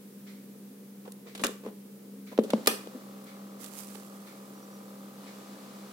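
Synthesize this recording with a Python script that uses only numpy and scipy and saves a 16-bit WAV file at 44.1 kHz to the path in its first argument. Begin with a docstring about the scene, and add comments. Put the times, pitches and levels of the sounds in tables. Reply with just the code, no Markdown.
"""A fan hums in a quiet room and a clock ticks far off; on a bed, a portable cassette player is handled.
Its door is pushed shut and a key pressed until it latches: noise bursts and decaying modes make the snaps,
low-passed impulses the thumps of the hollow case. Then a pulse train through resonances makes the motor's
whirr and coloured noise the loudspeaker's faint hiss; gated noise and small ticks are a sleeve brushing
the bedsheet, and brief wandering sines are the spool's squeaks."""
import sys
import numpy as np
from scipy import signal
from scipy.fft import rfft, irfft
from scipy.io import wavfile
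from scipy.ndimage import uniform_filter1d

SR = 44100
rng = np.random.default_rng(int(sys.argv[2]) if len(sys.argv) > 2 else 0)


def to_wav(sig):
    """Store sig (one row per channel, or 1-D mono) as 16-bit WAV at the path in sys.argv[1].

    Samples outside -1..1 are clipped; the rate is SR.
    """
    pcm = np.clip(np.atleast_2d(sig), -1, 1) * 32767
    pcm = np.round(pcm).astype(np.int16)
    wavfile.write(sys.argv[1], SR, pcm.T)  # frames by channels


N = 261111
T = np.arange(N) / SR  # time of every sample [s]

# the door's catch, then the key's: (time [s], level [dB], tilt [dB/octave], catch resonance [Hz],
# travel to its stop [s], level at the stop [dB], tilt at the stop [dB/octave],
# knock on the case [dB], shaking of the case [dB], left minus right [dB])
LATCH_ROWS = [(1.4364, -15, -1.5, 2500, 0.0067, -17, 1.3, -24.5, -27, 0),
              (2.6718, -6.5, 1.6, 12200, .0032, -13.5, 0.7, -24, -27, -1.5)]


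def door_latch():
    """Impact and modal decay: the door's catch snaps home, and its plastic rings dryly and chatters."""
    # what the catch radiates: (frequency [Hz], gain [dB])
    radiated = [(30, -10), (110, -11), (220, 1), (480, 7.5), (880, -6), (1130, 5.5), (1700, 2.5),
                (2100, -4.5), (2500, 2), (3200, -3.5), (4000, -1), (6000, -5), (7400, 3.5), (8500, -5),
                (10000, -5.5), (16000, -16)]
    # the plastic door's dry ring: (frequency [Hz], level [dB], t60 [s], left minus right [dB])
    modes = [(1157, -30.5, 0.057, -2), (1360, -26, 0.028, 3), (1540, -39, 0.046, -3), (1750, -26, 0.032, 0),
             (1960, -39, 0.054, -5), (2410, -26, 0.028, -8), (2860, -34, 0.057, 12), (3570, -31, 0.033, -4),
             (5180, -29, 0.028, -6), (6550, -27.5, 0.023, -6), (7340, -34, .015, 6), (10000, -33, .025, -1)]
    row = LATCH_ROWS[0]
    sound, blows = latch(row, radiated, modes, ring_delay=0.0006)
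    chattering = rattle(row[0], modes, level_db=-29.5, per_s=400, t60=0.073, ring_share=0.25)
    return sound + chattering, blows


def key_latch():
    """Impact and modal decay: the key's catch snaps, its shell rings, and jolted springs chatter on."""
    # what the catch radiates: (frequency [Hz], gain [dB])
    radiated = [(30, -33), (110, -10), (220, 2), (480, 7.5), (680, 3), (1250, 1), (1700, 2), (2600, -1),
                (3800, 0), (4900, 2), (6200, -6.5), (8000, -0.5), (11000, -6.5), (16000, -10)]
    # ring of shell, levers and springs: (frequency [Hz], level [dB], t60 [s], left minus right [dB])
    modes = [(219, -39, 0.23, 6), (432, -22, 0.085, 0.5), (503, -23.5, 0.05, 5), (788, -30, 0.1, 2),
             (973, -28.5, 0.041, 9), (1228, -19, 0.044, 6.5), (1780, -20, 0.04, 4), (2420, -25, 0.085, -5),
             (3450, -36, 0.12, 6), (4330, -24, 0.019, -7), (5130, -26, 0.038, -6), (9300, -39, .07, 1),
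             (11200, -44, 0.061, 0), (12300, -38, .05, 4)]
    # small springs and levers of the tape drive, jolted by the key:
    # (frequency [Hz], relative level [dB], t60 of the free ring [s], left minus right [dB])
    springs = [(1580, -4, 0.071, 2), (2520, 1, 0.083, -5), (2855, -1, .1, -9), (3030, -5, 0.15, 0),
               (3300, -2, 0.11, -2), (4680, -9, 0.087, 5), (5070, -4, 0.14, -1), (5880, 0, 0.15, -3),
               (6540, -7, .14, 0), (8420, -2, 0.14, 7), (9260, -5, 0.073, 0), (9900, -3, 0.11, 2),
               (11070, -2, .16, 6), (12800, 2, 0.071, -3)]
    row = LATCH_ROWS[1]
    sound, blows = latch(row, radiated, modes, ring_delay=0.0022)
    chattering = rattle(row[0], springs, level_db=-55.5, per_s=790, t60=0.25, ring_share=0.45, delay=0.002)
    return sound + chattering, blows


def latch(row, radiated, modes, ring_delay, bounces=2):
    """Stored spring energy: a catch slips off its edge, strikes its stop and rattles, knocking the case."""
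    slip_t60_s, stop_t60_s, stop_hz = 0.022, 0.023, 1280
    knock_hz, knock_delay_s = 900, 0.00147
    rattle_gap_s, rattle_t60_s, rattle_tilt_db = 0.014, 0.034, -4.5
    rattle_db, loss_per_bounce_db, shake_hz = -24, -4, 462
    s, db, tilt, part_hz, travel, stop_db, stop_tilt, knock_db, shake_db, left_db = row
    stop = s + travel
    sharp = [(s, db, slip_t60_s, tilt, part_hz, left_db),
             (stop, stop_db, stop_t60_s, stop_tilt, stop_hz, left_db)]
    dull = [(strike + knock_delay_s, knock_db, knock_hz) for strike in (s, stop)]
    for k in range(bounces):
        bounce, loss_db = stop + (k + 1) * rattle_gap_s, k * loss_per_bounce_db
        bounce_db = db + rattle_db + loss_db
        sharp.append((bounce, bounce_db, rattle_t60_s, rattle_tilt_db, stop_hz, left_db))
        dull.append((bounce, shake_db + loss_db, shake_hz))
    return snaps(sharp, radiated) + ringing(s + ring_delay, modes), dull


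def snaps(contacts, radiated, size=8192):
    """Source and filter: each snap is a dying burst of tiny contacts, coloured by what radiates it."""
    rise_s, shared, lag_s = 0.0008, 0.15, 0.00019
    pivot_hz, bump_db, bump_octaves = 3500, 5, 0.4
    out, hz = np.zeros((2, N)), bins(size)
    for s, db, t60, tilt, part_hz, left_db in contacts:
        slope = tilt * np.log2(np.maximum(hz, 500) / pivot_hz)
        bump = bump_db * np.exp(-(np.log2((hz + 1) / part_hz) / bump_octaves) ** 2)
        colour = causal(read(radiated, hz) + slope + bump)
        colour_rms = np.sqrt(np.mean(abs(colour) ** 2))
        snap = irfft(chatter(t60, rise_s, shared, size) * colour / colour_rms)
        add(out, s, amp(db) * pan(left_db) * snap)
    return ports(out, lag_s)


def chatter(t60, rise, shared, size):
    """Many tiny contacts: spectrum of a dying stereo burst with about equal energy in every band."""
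    t, contacts = T[:size], noise([(0, 0)], size=size)
    envelope = amp(-60 * t / t60) * (1 - np.exp(-t / rise))
    burst = rfft(evened(contacts + shared * contacts[::-1]) * envelope)
    power = uniform_filter1d((abs(burst) ** 2).mean(0), size=100)
    return burst * causal(-10 * np.log10(power / power.mean() + 1e-6))


def ringing(s, modes, rise=0.00029, lag=0.00021):
    """Modal superposition: a struck part rings as a sum of decaying sines."""
    out, t = np.zeros((2, N)), T[:SR // 2]
    for (hz, db, t60, left_db), phase in zip(modes, rng.random(len(modes))):
        envelope = amp(db - 60 * t / t60) * (1 - np.exp(-t / rise))
        add(out, s, pan(left_db) * envelope * np.sin(2 * np.pi * (hz * t + phase)))
    return ports(out, lag)


def rattle(s, modes, level_db, per_s, t60, ring_share, delay=0.008):
    """Random excitation: ever weaker contacts ring the modes of jolted parts; touching cuts the ring short."""
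    out, t = np.zeros((2, N)), T[:SR // 3]
    for hz, db, ring_t60, left_db in modes:
        chance, strength = rng.random(len(t)), rng.standard_normal((2, len(t)))
        contacts = evened(strength * (chance < per_s / SR)) * amp(-60 * t / t60)
        ring = amp(-60 * t / (ring_t60 * ring_share)) * np.sin(2 * np.pi * hz * t)
        add(out, s + delay, amp(level_db + db) * pan(left_db) * evened(convolve(contacts, ring)))
    return out


def thumps(blows, left_db=1.5, size=8192):
    """Contact stiffness: each push into the hollow case is an impulse; softer contact has less treble."""
    # what a thump radiates: (frequency [Hz], gain [dB])
    radiated = [(30, -76), (100, -83), (150, -21.5), (195, -4.5), (222, 7), (270, 0.5), (350, -1),
                (450, 6.5), (560, 3.5), (720, -9), (1100, -11.5), (1700, -22), (5000, -11), (16000, -19)]
    out, hz = np.zeros(N), bins(size)
    for s, db, corner_hz in blows:
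        blow = irfft(causal(read(radiated, hz)) / (1 + 1j * hz / corner_hz) ** 2)
        add(out, s, -amp(db) * blow / abs(blow).max())
    return out * pan(left_db)


def judders(left_db=2.0):
    """Single resonance: as the finger eases off, one low tone of the case swells and fades."""
    # shudders of the case: (time [s], peak level [dB], frequency [Hz], half length to 1/e [s])
    shudders = [(1.667, -37, 424, 0.0093), (2.959, -34, 246, 0.011)]
    out = np.zeros(N)
    for s, db, hz, width in shudders:
        out += amp(db) * np.exp(-((T - s) / width) ** 2) * np.sin(2 * np.pi * hz * (T - s))
    return pan(left_db) * out


def scrapes_and_nudges(count=5, uneven=0.0596):
    """Stick-slip friction: each rub slips unevenly; every slip is a scrape and a soft blow."""
    # soft scrapes and nudges on the plastic, and at 1.27 s a faint, soft sound that blends into a clock tick:
    # (time of the strongest slip [s], scrape [dB], nudge [dB], softness corner [Hz], length [s])
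    rubs = [(1.053, -47, -67, 1190, 0.0077), (1.077, -48.5, -42.5, 1040, 0.0067),
            (1.27, -50, -44, 900, .03), (1.662, -40, -35, 1200, 0.048), (2.323, -44, -39, 900, 0.0156),
            (2.955, -51, -36, 280, 0.032)]
    edge_db = -6.5  # slips weaken before and after the strongest one
    scrape_t60_s, scrape_tilt_db, scrape_hz = 0.067, -4, 1000  # tilt per octave
    chances = rng.standard_normal((len(rubs), count))
    sharp, dull = [], []
    for (s, scrape_db, nudge_db, corner_hz, length), chance in zip(rubs, chances):
        for phase in np.linspace(-1, 1, count) + uneven * chance:
            slip, loss_db = s + phase * length / 2, edge_db * abs(phase)
            sharp.append((slip, scrape_db + loss_db, scrape_t60_s, scrape_tilt_db, scrape_hz, 0))
            dull.append((slip, nudge_db + loss_db, corner_hz))
    return sharp, dull


def small_contacts(scrapes):
    """Impact radiation: scrapes, clicks of loose plastic and small sleeve ticks share one colour."""
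    # light clicks of loose plastic and, from 3.6 s, small ticks of the sleeve, on the right:
    # (time [s], level [dB], t60 [s], tilt [dB/octave], left minus right [dB])
    clicks_and_ticks = [(1.0769, -36, 0.022, -8, -3), (1.1202, -31, 0.012, 8.5, 0),
                        (1.35, -34.5, 0.056, -.5, 0), (1.376, -41, 0.058, 1, -3),
                        (1.3939, -37.5, 0.14, -3, -1.5), (1.413, -44, 0.12, 6.5, -1),
                        (1.457, -32, 0.058, 0, -4), (1.467, -17.5, 0.012, 4, 0),
                        (2.377, -20, 0.0092, -4, -3), (2.389, -28, 0.04, -5, 4),
                        (2.435, -44, 0.11, 2.5, -1), (2.5029, -26, 0.029, -0.5, -2),
                        (2.5331, -22, 0.029, -5.5, 3), (2.6601, -26, 0.019, -0.5, -2.5),
                        (2.8725, -29, 0.0089, -3.5, 0), (3.2434, -34, .008, 14, 0),
                        (3.6435, -24, 0.0044, 6, -11), (3.661, -35, .01, 4, -10),
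                        (3.7885, -27, .008, 10, -14), (3.953, -37.5, 0.023, -2.5, -10)]
    # what a snap radiates: (frequency [Hz], gain [dB])
    radiated = [(30, -15), (110, -13), (220, 2.5), (480, 9), (850, 1.5), (1250, 3), (1700, 0), (2600, 1),
                (3500, -0.5), (5000, -4), (7000, -2.5), (11000, -4.5), (16000, -16)]
    part_hz = 3780  # centre of their broad resonance
    light = [(s, db, t60, tilt, part_hz, left_db) for s, db, t60, tilt, left_db in clicks_and_ticks]
    return snaps(scrapes + light, radiated)


def motor(lag=0.00023, left_db=1.5, low_hz=180, high_hz=1600, spread=0.012):
    """Periodic forcing: one knock a turn, coloured by the shell's resonances and blurred to a whirr."""
    # rotation: (time [s], speed [turns/s])
    speed = [(3.0, 39.35), (3.7, 39.65), (4.6, 39.65), (5.9, 39.8)]
    # loudness: (time [s], level [dB])
    level = [(2.38, -76), (2.46, -57), (2.8, -55), (3.1, -54.5), (5.9, -55)]
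    # resonances that the drive shakes: (frequency [Hz], width [Hz], gain [dB])
    resonances = [(304, 56, 0.5), (425, 46, -4), (535.5, 31.3, 5), (643, 26, -2.5), (773, 46, -2),
                  (1006, 20, 3), (1142, 37, 1.5), (1234.4, 24, 3.5)]
    rough, uneven = 0.15, 0.08
    turns, hz = np.cumsum(curve(speed)) / SR, bins(N)
    knocks = np.diff(np.floor(turns), prepend=0) * (1 + uneven * rng.standard_normal(N))
    push = rfft(evened(knocks) + rough * rng.standard_normal(N))
    body = sum(amp(db) / (1 + 1j * (hz ** 2 - f ** 2) / (width * hz + 1e-9)) for f, width, db in resonances)
    band = hz ** 4 / (hz ** 4 + low_hz ** 4) / (1 + (hz / high_hz) ** 4)  # a small case radiates no bass
    bending = np.exp(-4j * np.pi * spread * np.sqrt(hz * high_hz))  # low notes cross the shell more slowly
    drive = evened(irfft(push * body * band * bending, N))
    return ports(drive * amp(curve(level)) * pan(left_db), lag)


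def spool(pitch_hz=5805, wander=0.002):
    """Frequency modulation: thin, separate chirps of wandering pitch as the tape winds."""
    # faint squeaks of the turning spool: (start [s], length [s], peak level [dB])
    squeaks = [(4.543, 0.06, -65), (4.616, 0.042, -60), (4.695, 0.098, -63)]
    cycles = np.cumsum(pitch_hz * (1 + wander * drift(57))) / SR
    swell = sum(amp(db) * np.sin(np.pi * ramp(s, length)) for s, length, db in squeaks)
    return swell * np.sin(2 * np.pi * cycles)


def speaker(shared=0.13):
    """Broadband noise through cone resonances: amplifier and tape hiss, with some channel crossfeed."""
    # hiss coloured by the loudspeaker cone: (frequency [Hz], relative density [dB per Hz])
    hiss_colour = [(60, -40), (150, -43), (480, 10.5), (700, 5.5), (1300, 3), (2100, -0.5), (2600, -2),
                   (3300, -1), (4200, 0), (5700, -3.5), (6450, -3.5), (6800, -6.5), (7500, -1.5),
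                   (8100, -7.5), (9500, -7), (16000, -21)]
    hiss = noise(hiss_colour)
    return evened(hiss + shared * hiss[::-1]) * hiss_level()


def hiss_level():
    """Gain control: amplifier switch-on, settling surge, then the step from leader to coated tape."""
    on_s, rise_s, level_db = 2.42, 0.11, -60
    surge_db, settle_s = 9, 0.44
    coating_s, coating_db = 5.13, 5.5
    surge = surge_db * np.exp(-((T - on_s) / settle_s) ** 2)
    return ramp(on_s, rise_s) * amp(level_db + surge + coating_db * ramp(coating_s, rise_s))


def sleeve(left_db=-9, snags_per_s=260, snag_db=-5, snag_spread_db=2.0):
    """Stick-slip of threads: uneven clumps of fine crackle, on the right; a few snag and snap free."""
    # sleeve on the sheet: (frequency [Hz], relative density [dB per Hz])
    rustle = [(300, 7), (1500, 1.5), (4000, -2), (7500, 3.5), (12000, 2.5), (16000, -2.5)]
    release_s = 0.00095  # a snagged thread lets go this quickly
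    grain_db = 2.5 * drift(1500) + 1.5 * drift(300) + drift(40)
    hz = bins(N)
    snag_sizes = amp(snag_spread_db * np.minimum(rng.exponential(1, N), 3))
    snags = snag_sizes * (rng.random(N) < snags_per_s / SR)
    snags = signal.lfilter([1], [1, -np.exp(-1 / (release_s * SR))], snags)
    grain = noise([(0, 0)]) * evened(amp(grain_db))
    threads = rfft(grain + amp(snag_db) * noise([(0, 0)]) * evened(snags))
    high_pass = hz / (hz + rustle[0][0])
    return evened(irfft(threads * amp(read(rustle, hz)) * high_pass, N)) * rustle_level() * pan(left_db)


def rustle_level():
    """Addition of power: each stroke swells, holds and dies away over a faint lingering drag."""
    # strokes of the sleeve: (time of full level [s], level [dB], hold [s])
    strokes = [(3.629, -47, 0.012), (3.742, -49.5, 0.01), (3.797, -45, 0.012), (3.91, -53.5, 0.061)]
    rise_s, t60_s, drag_db, drag_t60_s = 0.046, 0.48, -14.5, 6.1
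    power = np.zeros(N)
    for s, db, hold in strokes:
        after = np.maximum(T - s - hold, 0)
        release = np.maximum(amp(-60 * after / t60_s), amp(drag_db - 60 * after / drag_t60_s))
        power += (amp(db) * ramp(s - rise_s, rise_s) * release) ** 2
    return np.sqrt(power)


def fan(waver=0.23, wander=0.054, air_db=-53, swell_db=1):
    """Tones plus turbulence: a hum wavering in strength and phase [rad] over softly swelling air noise."""
    # steady lines: (frequency [Hz], level [dB rms])
    lines = [(134.6, -68), (199.4, -49)]
    # air noise under them: (frequency [Hz], relative density [dB per Hz])
    air = [(25, -58), (60, -37), (100, -25.5), (135, -11), (165, -7.5), (240, 0), (330, -5.5), (480, -6),
           (650, -19.5), (1000, -21.5), (3000, -26), (7000, -26.5), (13000, -22.5), (16000, -23.5)]
    hum = np.zeros(N)
    for f, db in lines:
        strength = amp(db) * np.sqrt(2) * (1 + waver * drift(18.5))
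        hum += strength * np.sin(2 * np.pi * f * T + wander * drift(8.5))
    return hum + amp(air_db + swell_db * drift(0.75) / 2) * noise(air) + eddies()


def eddies(depth_db=4.5, rate_hz=4):
    """Turbulent modulation: the fan's draught swells and sinks, each low band in its own time."""
    # swelling bands: (centre frequency [Hz], level before the swelling [dB])
    centres = [(265, -63.5), (450, -65.5)]
    out = np.zeros((2, N))
    for hz, db in centres:
        band = noise([(hz / 2, -45), (hz, 0), (hz * 2, -45)]) * amp(db)
        out += band * amp(depth_db * np.tanh(drift(rate_hz) / 2) * 2)
    return out


def clock(first_s=0.264, level_db=-52, rise=0.0053, t60=0.5):
    """Diffuse field: a tick each second, so far away that only its reverberation arrives."""
    # colour of the tick: (frequency [Hz], relative density [dB per Hz])
    tick = [(500, -23), (1000, -17), (1300, -0.5), (1650, -4), (2250, 4.5), (2700, -7.5), (4000, -3),
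            (7000, -12), (15000, -25)]
    out, t = np.zeros((2, N)), T[:SR // 2]
    envelope = amp(level_db - 60 * t / t60) * (1 - np.exp(-t / rise))
    for second in range(int(T[-1]) + 1):
        add(out, first_s + second, noise(tick, size=len(t)) * envelope)
    return out


def thump_echoes(x, wall_s=0.0225, wall_db=-17, wall_hz=420, room_db=-3.0, room_hz=650):
    """Absorption: the bed soaks up the treble of each thump; a dull slap off the near wall, and the room."""
    hz, spectrum = bins(N), rfft(x)
    slap = irfft(spectrum * np.exp(-2j * np.pi * hz * wall_s) / (1 + 1j * hz / wall_hz) ** 2, N)
    return amp(wall_db) * slap + amp(room_db) * room(irfft(spectrum / (1 + 1j * hz / room_hz), N))


def room(x, wet_db=-1, gap=0.0113, build=0.00089):
    """Reverberation: wall echoes arrive in clumps and form a tail; each band dies at its own speed."""
    # decay time: (frequency [Hz], t60 [s])
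    decay = [(200, 0.25), (500, 0.36), (1200, 0.34), (4000, 0.38), (9000, 0.34), (16000, 0.27)]
    # colour of the tail: (frequency [Hz], gain [dB])
    tail_colour = [(100, -9), (220, -5), (450, -6), (640, -9.5), (900, -7), (2000, -11), (6000, -12.5),
                   (11000, -10), (16000, -10)]
    hz, t, z = signal.stft(noise([(0, 0)], size=SR), SR, nperseg=256)
    fading = z * amp(-60 * t / read(decay, hz)[:, None])
    tail = signal.istft(fading, SR, nperseg=256)[1][:, :SR]
    clumps_db = 1.5 * drift(350)[:SR]
    tail *= np.clip((T[:SR] - gap) / build, 0, 1) * amp(clumps_db)
    tail = irfft(rfft(evened(tail)) * causal(read(tail_colour, bins(SR)))) / np.sqrt(SR)
    return amp(wet_db) * convolve(x, tail)


def ports(x, lag):
    """Interaural delay: the mechanism's sound reaches the right microphone first, the left lag s later."""
    size = x.shape[-1]
    left, right = rfft(x)
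    return irfft(np.array([left * np.exp(-2j * np.pi * bins(size) * lag), right]), size)


def noise(points, size=N):
    """Diffuse-field coherence: coloured stereo noise of rms 1, alike in the bass, unrelated in the treble."""
    # left-right likeness: (frequency [Hz], correlation [-1 to 1])
    likeness = [(30, 0.3), (130, 0.72), (300, 0.92), (640, 0.52), (1400, 0.029), (16000, 0.015)]
    hz = bins(size)
    left, other = rfft(rng.standard_normal((2, size)))
    same = np.clip(read(likeness, hz), -1, 1)
    right = same * left + np.sqrt(1 - same ** 2) * other
    return evened(irfft(np.array([left, right]) * amp(read(points, hz)), size))


def drift(rate_hz):
    """Band-limited chance: low-passed noise of rms 1."""
    return evened(irfft(rfft(rng.standard_normal(N)) * np.exp(-(bins(N) / rate_hz) ** 2), N))


def causal(db):
    """Minimum phase: spectrum of the quickest-dying response that has these band gains."""
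    log_gain = np.log(amp(np.r_[db, db[-2:0:-1]]))
    return np.exp(np.conj(signal.hilbert(log_gain)))[:len(db)]


def convolve(x, response):
    """Linear superposition: passes x through a response, channel by channel."""
    return signal.fftconvolve(np.atleast_2d(x), np.atleast_2d(response), axes=1)[:, :N]


def pan(db):
    """Level difference: gains of the two channels for left minus right in dB."""
    return amp(np.array([[db], [-db]]) / 2)


def amp(db):
    """Logarithmic level: decibels to gain."""
    return 10 ** (np.asarray(db) / 20)


def evened(x):
    """Mean-square level: scales to rms 1."""
    return x / np.sqrt(np.mean(x ** 2) + 1e-20)


def read(points, hz):
    """Logarithmic pitch scale: reads a spectrum on a log-frequency axis."""
    f, value = np.transpose(points)
    return np.interp(np.log(hz + 1), np.log(f + 1), value)


def curve(rows):
    """Linear interpolation: reads a control curve at every sample."""
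    return np.interp(T, *np.transpose(rows))


def ramp(start, length):
    """Linear onset: rises from 0 to 1, beginning at time start."""
    return np.clip((T - start) / length, 0, 1)


def bins(size):
    """Fourier analysis: frequencies of a spectrum of that many samples."""
    return np.fft.rfftfreq(size, 1 / SR)


def add(mix, s, sound):
    """Superposition: mixes a sound in at time s."""
    part = mix[..., round(s * SR):][..., :sound.shape[-1]]
    part += sound[..., :part.shape[-1]]


def scene():
    """Direct and reverberant sound: the player close by, its echoes and the quiet room behind it."""
    # dull blows on the case and its loudspeaker cone: (time [s], peak level [dB], softness corner [Hz])
    case_blows = [(1.417, -28.5, 300), (1.4499, -23, 450), (1.492, -29, 600), (1.6545, -36, 1000),
                  (1.6645, -28.5, 900), (1.674, -37, 800), (1.697, -44, 700), (2.3198, -40, 1190),
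                  (2.3878, -6, 594), (2.447, -29, 600), (2.496, -30.5, 600), (2.5334, -21.5, 910),
                  (2.5357, -7.5, 1110), (2.5364, -8.5, 293), (2.586, -49, 1400), (2.8725, -32.5, 900)]
    # how much reaches the room: the door faces forward, the keys face the ceiling
    door_echo_db, key_echo_db = -1.5, 0.5
    door, door_blows = door_latch()
    key, key_blows = key_latch()
    scrapes, nudges = scrapes_and_nudges()
    small = small_contacts(scrapes)
    knocks = thumps(door_blows + key_blows + nudges + case_blows) + judders()
    echoes = room(amp(door_echo_db) * (door + small) + amp(key_echo_db) * key) + thump_echoes(knocks)
    close = door + key + small + knocks + echoes + motor() + spool() + speaker()
    return close + sleeve() + fan() + clock()


def record(dry):
    """Band limitation: the recorder's linear-phase low-pass filter."""
    edge_hz = 16000
    low_pass = signal.firwin(511, edge_hz, window=("kaiser", 9), fs=SR)
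    return signal.oaconvolve(dry, low_pass[None], "same")


dry = scene()
out = record(dry)
to_wav(out)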